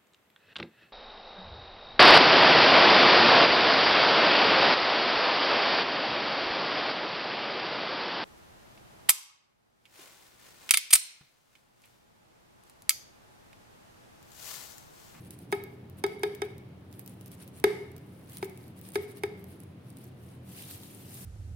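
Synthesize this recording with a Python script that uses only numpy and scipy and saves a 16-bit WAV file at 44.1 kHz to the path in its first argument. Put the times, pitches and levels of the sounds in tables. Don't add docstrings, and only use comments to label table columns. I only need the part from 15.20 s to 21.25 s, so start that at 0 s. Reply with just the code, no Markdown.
import sys
import numpy as np
from scipy import signal
from scipy.fft import rfft, irfft
from scipy.io import wavfile

SR = 44100
rng = np.random.default_rng(int(sys.argv[2]) if len(sys.argv) > 2 else 0)


def put_to_file(sound):
    columns = np.atleast_2d(sound).T
    safe = np.clip(columns, -1, 1)
    whole_steps = np.round(safe * 32767)
    wavfile.write(sys.argv[1], SR, whole_steps.astype(np.int16))


N = 266804

# frequency in Hz, likeness from 0 to 1.
LIKENESS = [(30, 0.93), (70, 0.98), (150, 1), (300, 0.83), (640, 0.38), (1400, 0.031), (4000, 0.027)]
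# frequency in Hz, relative level in dB.
SNAP_COLOUR = [(500, -30), (2000, -0.5), (4500, 4), (7000, 2.5), (10000, 6.5), (12500, 8.5), (16000, 7.5)]
EDGE_HZ = 16100
BALANCE = np.array([[.5], [-.5]])  # left, right share of a pan in dB


def from_db(db):
    return 10 ** (np.asarray(db) / 20)


def unit(x):
    return x / np.sqrt(np.mean(x ** 2) + 1e-20)


def read(points, hz):
    f, value = np.transpose(points)
    return np.interp(np.log(hz + 1), np.log(f + 1), value)


def add(mix, start_s, sound):
    part = mix[:, max(round(start_s * SR), 0):][:, :sound.shape[1]]
    part += sound[:, :part.shape[1]]


def colour(x, points, size=2048):
    log_gain = np.log(from_db(read(points, abs(np.fft.fftfreq(size, 1 / SR)))))
    spectrum = np.exp(np.conj(signal.hilbert(log_gain)))
    taps = np.fft.ifft(spectrum).real[:size // 2]
    return signal.oaconvolve(x, taps[None], axes=1)[:, :x.shape[1]]


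def correlate(left, other, hz):
    same = np.clip(read(LIKENESS, hz), 0, 1)
    if left.ndim > 1:
        same = same[:, None]
    return same * left + np.sqrt(1 - same ** 2) * other


def ventilation(rms_db=-48.5):
    # frequency in Hz, relative spectral level in dB.
    air_colour = [(25, -49), (50, -15.5), (66, -36), (85, -3), (130, -1.5), (200, -7), (300, -7.5),
                  (450, -14), (800, -21.5), (1500, -28), (3000, -32.5), (6000, -44), (10000, -52.5),
                  (16000, -47)]
    # frequency in Hz, width in Hz, lift in dB.
    room_modes = [(89, 13, 6), (125, 3.2, 11.5), (161.6, 9.8, 3.5), (190.3, 10.6, 11), (278.6, 2.3, 9)]
    hz = np.fft.rfftfreq(N, 1 / SR)
    left, other = rfft(rng.standard_normal((2, N)))
    level_db = read(air_colour, hz)
    for mode_hz, width_hz, lift_db in room_modes:
        level_db = level_db + lift_db / (1 + (2 * (hz - mode_hz) / width_hz) ** 2)
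    stereo = np.array([left, correlate(left, other, hz)])
    return from_db(rms_db) * unit(irfft(stereo * from_db(level_db), N))


def push(start_s, length_s, skew=1.3, sharpness=1.5):
    progress = np.clip((np.arange(N) / SR - start_s) / length_s, 0, 1)
    return abs(np.sin(np.pi * progress ** skew)) ** sharpness


def friction(stroke, points, per_s, spread_db, clump_db, clump_s, pan_db):
    t, knots = np.arange(N) / SR, np.arange(0, N / SR, clump_s)
    sizes = from_db(spread_db * np.minimum(rng.exponential(1, N), 4))
    happens = rng.random(N) < per_s / SR
    slips = rng.standard_normal((2, N)) * sizes * happens
    slips *= from_db(clump_db * np.interp(t, knots, rng.standard_normal(len(knots))))
    return unit(colour(slips, points)) * stroke * from_db(BALANCE * pan_db)


def crackle(stroke, points, per_s, spread_db, decay_s):
    t = np.arange(SR // 280) / SR
    draws = rng.random((round(per_s * N / SR), 5))
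    when, pitch, chance, *phases = draws.T[:, :, None]
    sizes = from_db(spread_db * np.minimum(-np.log(1 - chance), 3))
    shape = sizes * np.exp(-t / decay_s)
    at = ((when * N).astype(int) + np.arange(len(t))).ravel()
    snaps = []
    for phase in phases:
        rings = shape * np.sin(2 * np.pi * (pitch * EDGE_HZ * t + phase))
        snaps.append(np.bincount(at, rings.ravel(), N)[:N])
    return unit(colour(np.array(snaps), points)) * stroke


def smear(gain_db=-2, cling_db=-74, cell_share=.6):
    # start in seconds, length in seconds, level in dB before gain_db.
    pushes = [(-.06, 0.11, -63), (.02, 0.075, -56), (.094, 0.065, -53), (0.157, 0.11, -63),
              (0.283, .12, -56.5), (.5, 0.061, -70), (0.763, 0.048, -57.5), (.85, .12, -65),
              (.99, .11, -58), (1.1, .08, -63), (1.208, 0.067, -60), (1.272, .06, -70), (1.7, 0.084, -63),
              (1.767, .06, -58.5), (1.828, 0.14, -62), (1.98, 0.084, -62.5), (2.048, .04, -56),
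              (2.1, 0.062, -53), (2.162, .1, -53), (2.257, 0.044, -59), (2.319, 0.095, -53.5),
              (2.72, 0.46, -67), (3.051, 0.16, -49.5), (3.196, 0.077, -51), (3.257, 0.28, -62),
              (3.547, 0.064, -57), (3.592, 0.13, -52.5), (3.716, 0.067, -45), (3.786, 0.077, -52),
              (3.865, 0.073, -54.5), (3.936, 0.066, -54), (4.015, .06, -56), (4.15, 0.086, -62.5),
              (4.216, 0.17, -60), (4.368, 0.086, -64), (4.614, 0.14, -64), (4.722, 0.19, -58.5),
              (4.926, 0.28, -62.5)]
    # frequency in Hz, relative level in dB.
    slide_colour = [(800, 1.5), (2500, 5.5), (4500, 1), (7000, -6), (9500, 9.5), (12500, 2), (15000, -9),
                    (16500, 6.5)]
    pressure = from_db(cling_db)
    for start_s, length_s, level_db in pushes:
        pressure = pressure + from_db(level_db) * push(start_s, length_s)
    slide = friction(pressure, slide_colour, per_s=22000, spread_db=2.5,
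                     clump_db=1.8, clump_s=0.016, pan_db=1.5)
    cells = crackle(pressure, SNAP_COLOUR, per_s=900, spread_db=3.4, decay_s=.0004)
    return from_db(gain_db) * (slide + cell_share * cells)


def kitchen(x, onset_s=0.0011, build_cycles=18):
    # delay in seconds, level in dB.
    echoes = [(0.0253, -8.5), (0.0328, -22), (.0524, -39)]
    # frequency in Hz, 60 dB decay time in seconds.
    decay_times = [(200, 0.28), (450, 0.79), (1000, 0.77), (2200, 0.68), (5000, 0.63), (9000, 0.63),
                   (16000, 0.63)]
    # frequency in Hz, tail level in dB.
    tail_levels = [(100, -4), (400, -7), (800, -9), (1500, -13.5), (2200, -5), (3500, -7), (5000, -7.5),
                   (6500, -10.5), (10000, -11), (16000, -16)]
    hz, t, z = signal.stft(rng.standard_normal((2, SR)), SR, nperseg=256)
    z[1] = correlate(z[0], z[1], hz)
    fall = np.log(1000) / read(decay_times, hz)[:, None]
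    z *= from_db(read(tail_levels, hz))[:, None] * np.sqrt(2 * fall / SR) * np.exp(-fall * t)
    z *= 1 - np.exp(-(t * hz[:, None] / build_cycles) ** 2)
    tail = signal.istft(z, SR)[1][:, :SR] * (np.arange(SR) / SR > onset_s)
    smudge = signal.windows.hann(61) * np.ones((2, 1)) / 30
    for delay_s, level_db in echoes:
        add(tail, delay_s, from_db(level_db) * smudge)
    return signal.fftconvolve(x, tail, axes=1)[:, :N]


def ticks(ring_s=0.00028, splash_s=.0005, splash_db=-6, hiss_db=-17, hiss_s=0.0033, delay_s=.00076):
    # start in seconds before delay_s, ping level in dB, ping pitch in Hz,
    # splash level in dB on top of splash_db, left-over-right pan in dB.
    tick_list = [(0.1062, -36, 10600, 5.5, -3), (0.1887, -38, 10300, -3, -4), (0.3178, -38, 12000, 7, -1),
                 (0.35, -45, 9400, 3, 5), (0.4373, -34.5, 11950, 0.5, -2), (0.6974, -46, 13300, 3, 3),
                 (0.8642, -37, 4660, 5, 2), (0.9937, -48, 10500, 0, -3.5), (1.1488, -42, 12000, 8, 6),
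                 (1.2496, -54, 4760, 11, -4), (1.3799, -45, 12000, 4, -2), (1.7125, -54, 12000, 2, -1.5),
                 (1.7262, -45.5, 12300, 5, -6), (1.7387, -49.5, 3500, 2, 0), (1.7933, -28, 11960, -7, -3),
                 (1.861, -39, 14600, 3, -1), (1.876, -37, 14600, 5.5, 2), (1.8951, -42, 9300, -7, 4),
                 (2.0103, -44, 12600, 6, 2), (2.059, -41.5, 11800, 4, -4), (2.0795, -44, 14300, 3, 0),
                 (2.1156, -42, 13600, 5.5, 0), (2.225, -45, 9500, -5, 2), (2.2767, -45, 11700, 7.5, 1),
                 (2.399, -40.5, 10000, 3, 1.5), (2.7162, -53.5, 11000, 8, .5),
                 (2.7638, -45, 15100, 7, -1.5), (2.7796, -46, 12300, 4, 0), (3.0965, -42.5, 9190, 2, 0),
                 (3.1695, -36.5, 9600, 8.5, -1), (3.1824, -36, 9500, 1, -7), (3.214, -51, 3580, 0, 0),
                 (3.245, -37, 15400, 6.5, -1), (3.296, -44, 11600, 4, -1.5), (3.3742, -43, 9600, 2, 5),
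                 (3.4402, -51.5, 3925, -6, 0), (3.4796, -47, 11900, 2, -3), (3.589, -47, 9600, 0.5, -2),
                 (3.6127, -39, 15600, 0, 2), (3.6878, -35, 9330, -5, -4), (3.703, -43, 9050, -5, -2),
                 (3.719, -41, 9170, 0, 0), (3.7358, -43, 12600, -5, -2), (3.745, -37, 8300, 0, 4),
                 (3.9704, -39, 9200, -2, .5), (4.2408, -41, 12200, 0, -4), (4.4016, -38.5, 10400, -6, -9),
                 (4.4345, -47.5, 9600, 3, 2), (4.702, -45.5, 9260, 1.5, 6), (4.7694, -46.5, 8750, 7, 4),
                 (4.785, -50, 10300, 3, -4), (4.8404, -43, 12400, -3, -.5), (5.3347, -42, 9200, -1, 0),
                 (5.422, -38, 12200, 4, -5), (5.5105, -33, 11900, -2, -5), (5.6337, -39.5, 3670, -5, 0),
                 (5.7476, -39, 9350, -10, 11), (5.9416, -41, 9040, 0, 3.5)]
    out, t = np.zeros((2, N)), np.arange(SR // 25) / SR
    swell = t / ring_s * np.exp(1 - t / ring_s)
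    splash_swell = t / splash_s * np.exp(1 - t / splash_s)
    hiss_swell = t / hiss_s * np.exp(1 - t / hiss_s)
    burst = unit(splash_swell + from_db(hiss_db) * hiss_swell)
    for start_s, size_db, hz, wet_db, pan_db in tick_list:
        ping = swell * np.sin(2 * np.pi * (hz * t + rng.random((2, 1))))
        noise = rng.standard_normal((2, len(t))) * burst
        splash = unit(colour(noise, SNAP_COLOUR)) / burst.max()
        snap = ping + from_db(splash_db + wet_db) * splash
        add(out, start_s + delay_s, snap * from_db(size_db + BALANCE * pan_db))
    return out


def knocks(contact_db=-7.5, rise_cycles=2.18, lag_s=.00045, beam_hz=1200, spill_hz=4300,
           spot_db=1.1, spot_detune=.005):
    # start in seconds, force in dB, wall, rim and clink mode levels in dB, contact tick level in dB
    # on top of contact_db, contact decay in seconds, ring length factor, pitch factor of the low modes.
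    blows = [(0.3249, -15, 3, -4, -4.5, -6, 0.0047, 1.07, 1.015),
             (0.8385, -13.5, 0.5, -6, -3, -2.5, .0028, 1.08, 1.016),
             (1.033, -14, 0, -4.5, -3, -3.5, .003, 0.97, 1.035),
             (1.2184, -17.5, 1, -4.5, -2.5, -6, 0.0024, 0.85, 1.033),
             (2.44, -3.5, -2, -5, -4.5, -2, 0.0024, 0.57, 1.03),
             (3.2271, -15.5, 0.5, -5.5, -6.5, -13.5, 0.0079, 0.41, .98),
             (3.7557, -13.5, -3, -5.5, -6, -3, 0.003, 0.82, 1.03),
             (4.035, -14.5, -2.5, -6.5, -5, -5, 0.0022, 0.69, 1.023)]
    # mode in Hz and 60 dB decay
    # in seconds, both before the blow's factors, left level in dB, right level in dB.
    bowl_modes = [(325, 0.065, -9.5, -12.5), (396.5, 0.17, -1.5, -4.5), (376, 0.38, -23, -29),
                  (423, 0.47, -27, -26), (754, 0.12, -19, -32), (804.5, 0.051, -12.5, -15.5),
                  (836, 0.061, -18, -11.5), (880, 0.058, -17.5, -15), (920, 0.089, -31, -26.5),
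                  (1278, 0.077, -21, -14), (1526, 0.05, -13, -20), (1654, 0.046, -24, -5.5),
                  (1776, 0.051, -11, -13), (1966, 0.042, -23, -39), (2179, 0.04, -12, -4),
                  (2252, 0.028, -29, -7), (2315, 0.019, -24, -12), (2513, 0.061, -22, -20.5),
                  (3020, 0.045, -19.5, -38), (3295, 0.033, -33, -14), (3560, 0.052, -19, -42),
                  (3730, 0.056, -36, -15), (4230, 0.038, -29.5, -27), (4790, 0.026, -15, -16),
                  (5220, 0.027, -29, -17.5), (5680, 0.015, -17, -12.5), (8510, 0.0042, -2, -16),
                  (9460, 0.0068, -8, -17), (11850, 0.02, -30, -22)]
    # frequency in Hz, level in dB.
    contact_colour = [(30, -3), (70, -17), (235, 12.5), (600, -20), (900, -11), (1120, 2.5), (1290, -4),
                      (1430, -17), (1700, 10.5), (2300, 3.5), (2800, -4.5), (3800, -3.5), (5500, -5),
                      (7200, -9), (9500, -4), (12500, -5), (16000, -15)]
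    wall_hz, rim_hz, clink_hz = 600, 1450, 2700
    out, t = np.zeros((2, N)), np.arange(SR // 2) / SR
    for start_s, force_db, wall_db, rim_db, clink_db, tick_db, contact_s, ring, pitch in blows:
        chatter = from_db(contact_db + tick_db) * np.exp(-t / contact_s) * np.ones((2, 1))
        blow = colour(rng.standard_normal(t.shape) * chatter, contact_colour)
        blow[0] = np.roll(blow[0], round(lag_s * SR))
        pulse = np.linalg.norm(chatter[0]) * (t == 0) * np.ones((2, 1))
        around = colour(pulse, contact_colour)
        for k, (hz, t60_s, left_db, right_db) in enumerate(bowl_modes):
            level_db = np.array([[left_db], [right_db]])
            if hz < wall_hz:
                hz = hz * pitch
            else:
                group_db = wall_db if hz < rim_hz else rim_db if hz < clink_hz else clink_db
                level_db = level_db + group_db + spot_db * rng.standard_normal()
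                hz = hz * (1 + spot_detune * rng.standard_normal())
            mode_lag_s = lag_s * (1 - np.exp(-(hz / beam_hz) ** 2))
            age = np.maximum(t - np.array([[mode_lag_s], [0]]), 0)
            sign = -1 if k == 0 else 1
            swing = sign * np.sin(2 * np.pi * hz * age) * (1 - np.exp(-age * hz / rise_cycles))
            swing *= np.exp(-np.log(1000) * age / (t60_s * ring))
            blow += from_db(level_db) * swing
            spill = 1 / np.sqrt(1 + (hz / spill_hz) ** 4)
            around += spill * np.sqrt(np.mean(from_db(level_db) ** 2)) * swing
        add(out, start_s, from_db(force_db) * blow)
        add(out, start_s, from_db(force_db) * kitchen(around))
    return out


def reach(start_s, length_s, attack_s=0.098, release_s=0.045):
    age = np.arange(N) / SR - start_s
    return np.clip(age / attack_s, 0, 1) ** 2 * np.exp(-np.maximum(age - length_s, 0) / release_s)


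def glove(rub_gain_db=-0.5, crease_share=.95):
    # start in seconds, length in seconds, crinkle level in dB,
    # rubbing level in dB before rub_gain_db.
    moves = [(5.196, 0.26, -60, -65.5), (5.289, 0.11, -55, -55), (5.412, 0.13, -51, -56),
             (5.542, 0.39, -59, -65), (5.856, 0.21, -52.5, -69)]
    # frequency in Hz, relative level in dB.
    crinkle_colour = [(3000, -10), (7400, -8), (9000, -1.5), (12000, -3), (15000, -2.5), (16000, -14)]
    # frequency in Hz, relative level in dB.
    rub_colour = [(400, -19), (1000, -30), (1600, -4), (2800, 5), (4200, 2.5), (6000, -6.5), (9000, -11)]
    flexing = sum(from_db(db) * reach(start_s, length_s) for start_s, length_s, db, _ in moves)
    sliding = sum(from_db(db) * reach(start_s, length_s) for start_s, length_s, _, db in moves)
    crinkle = friction(flexing, crinkle_colour, per_s=24000, spread_db=1.5,
                       clump_db=1.8, clump_s=0.012, pan_db=2.5)
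    rub = crackle(sliding, rub_colour, per_s=4000, spread_db=2.6, decay_s=.001)
    creases = crackle(flexing, crinkle_colour, per_s=3200, spread_db=2.8, decay_s=.0009)
    return crinkle + crease_share * creases + from_db(rub_gain_db) * rub


def scene(handling_room_db=-1):
    handling = smear() + ticks() + glove()
    handling_room = from_db(handling_room_db) * kitchen(handling)
    return ventilation() + handling + handling_room + knocks()


def record(dry):
    taps = signal.firwin(401, EDGE_HZ, window=("kaiser", 9), fs=SR)
    return signal.oaconvolve(dry, taps[None], "same", axes=1)


dry = scene()
out = record(dry)
put_to_file(out)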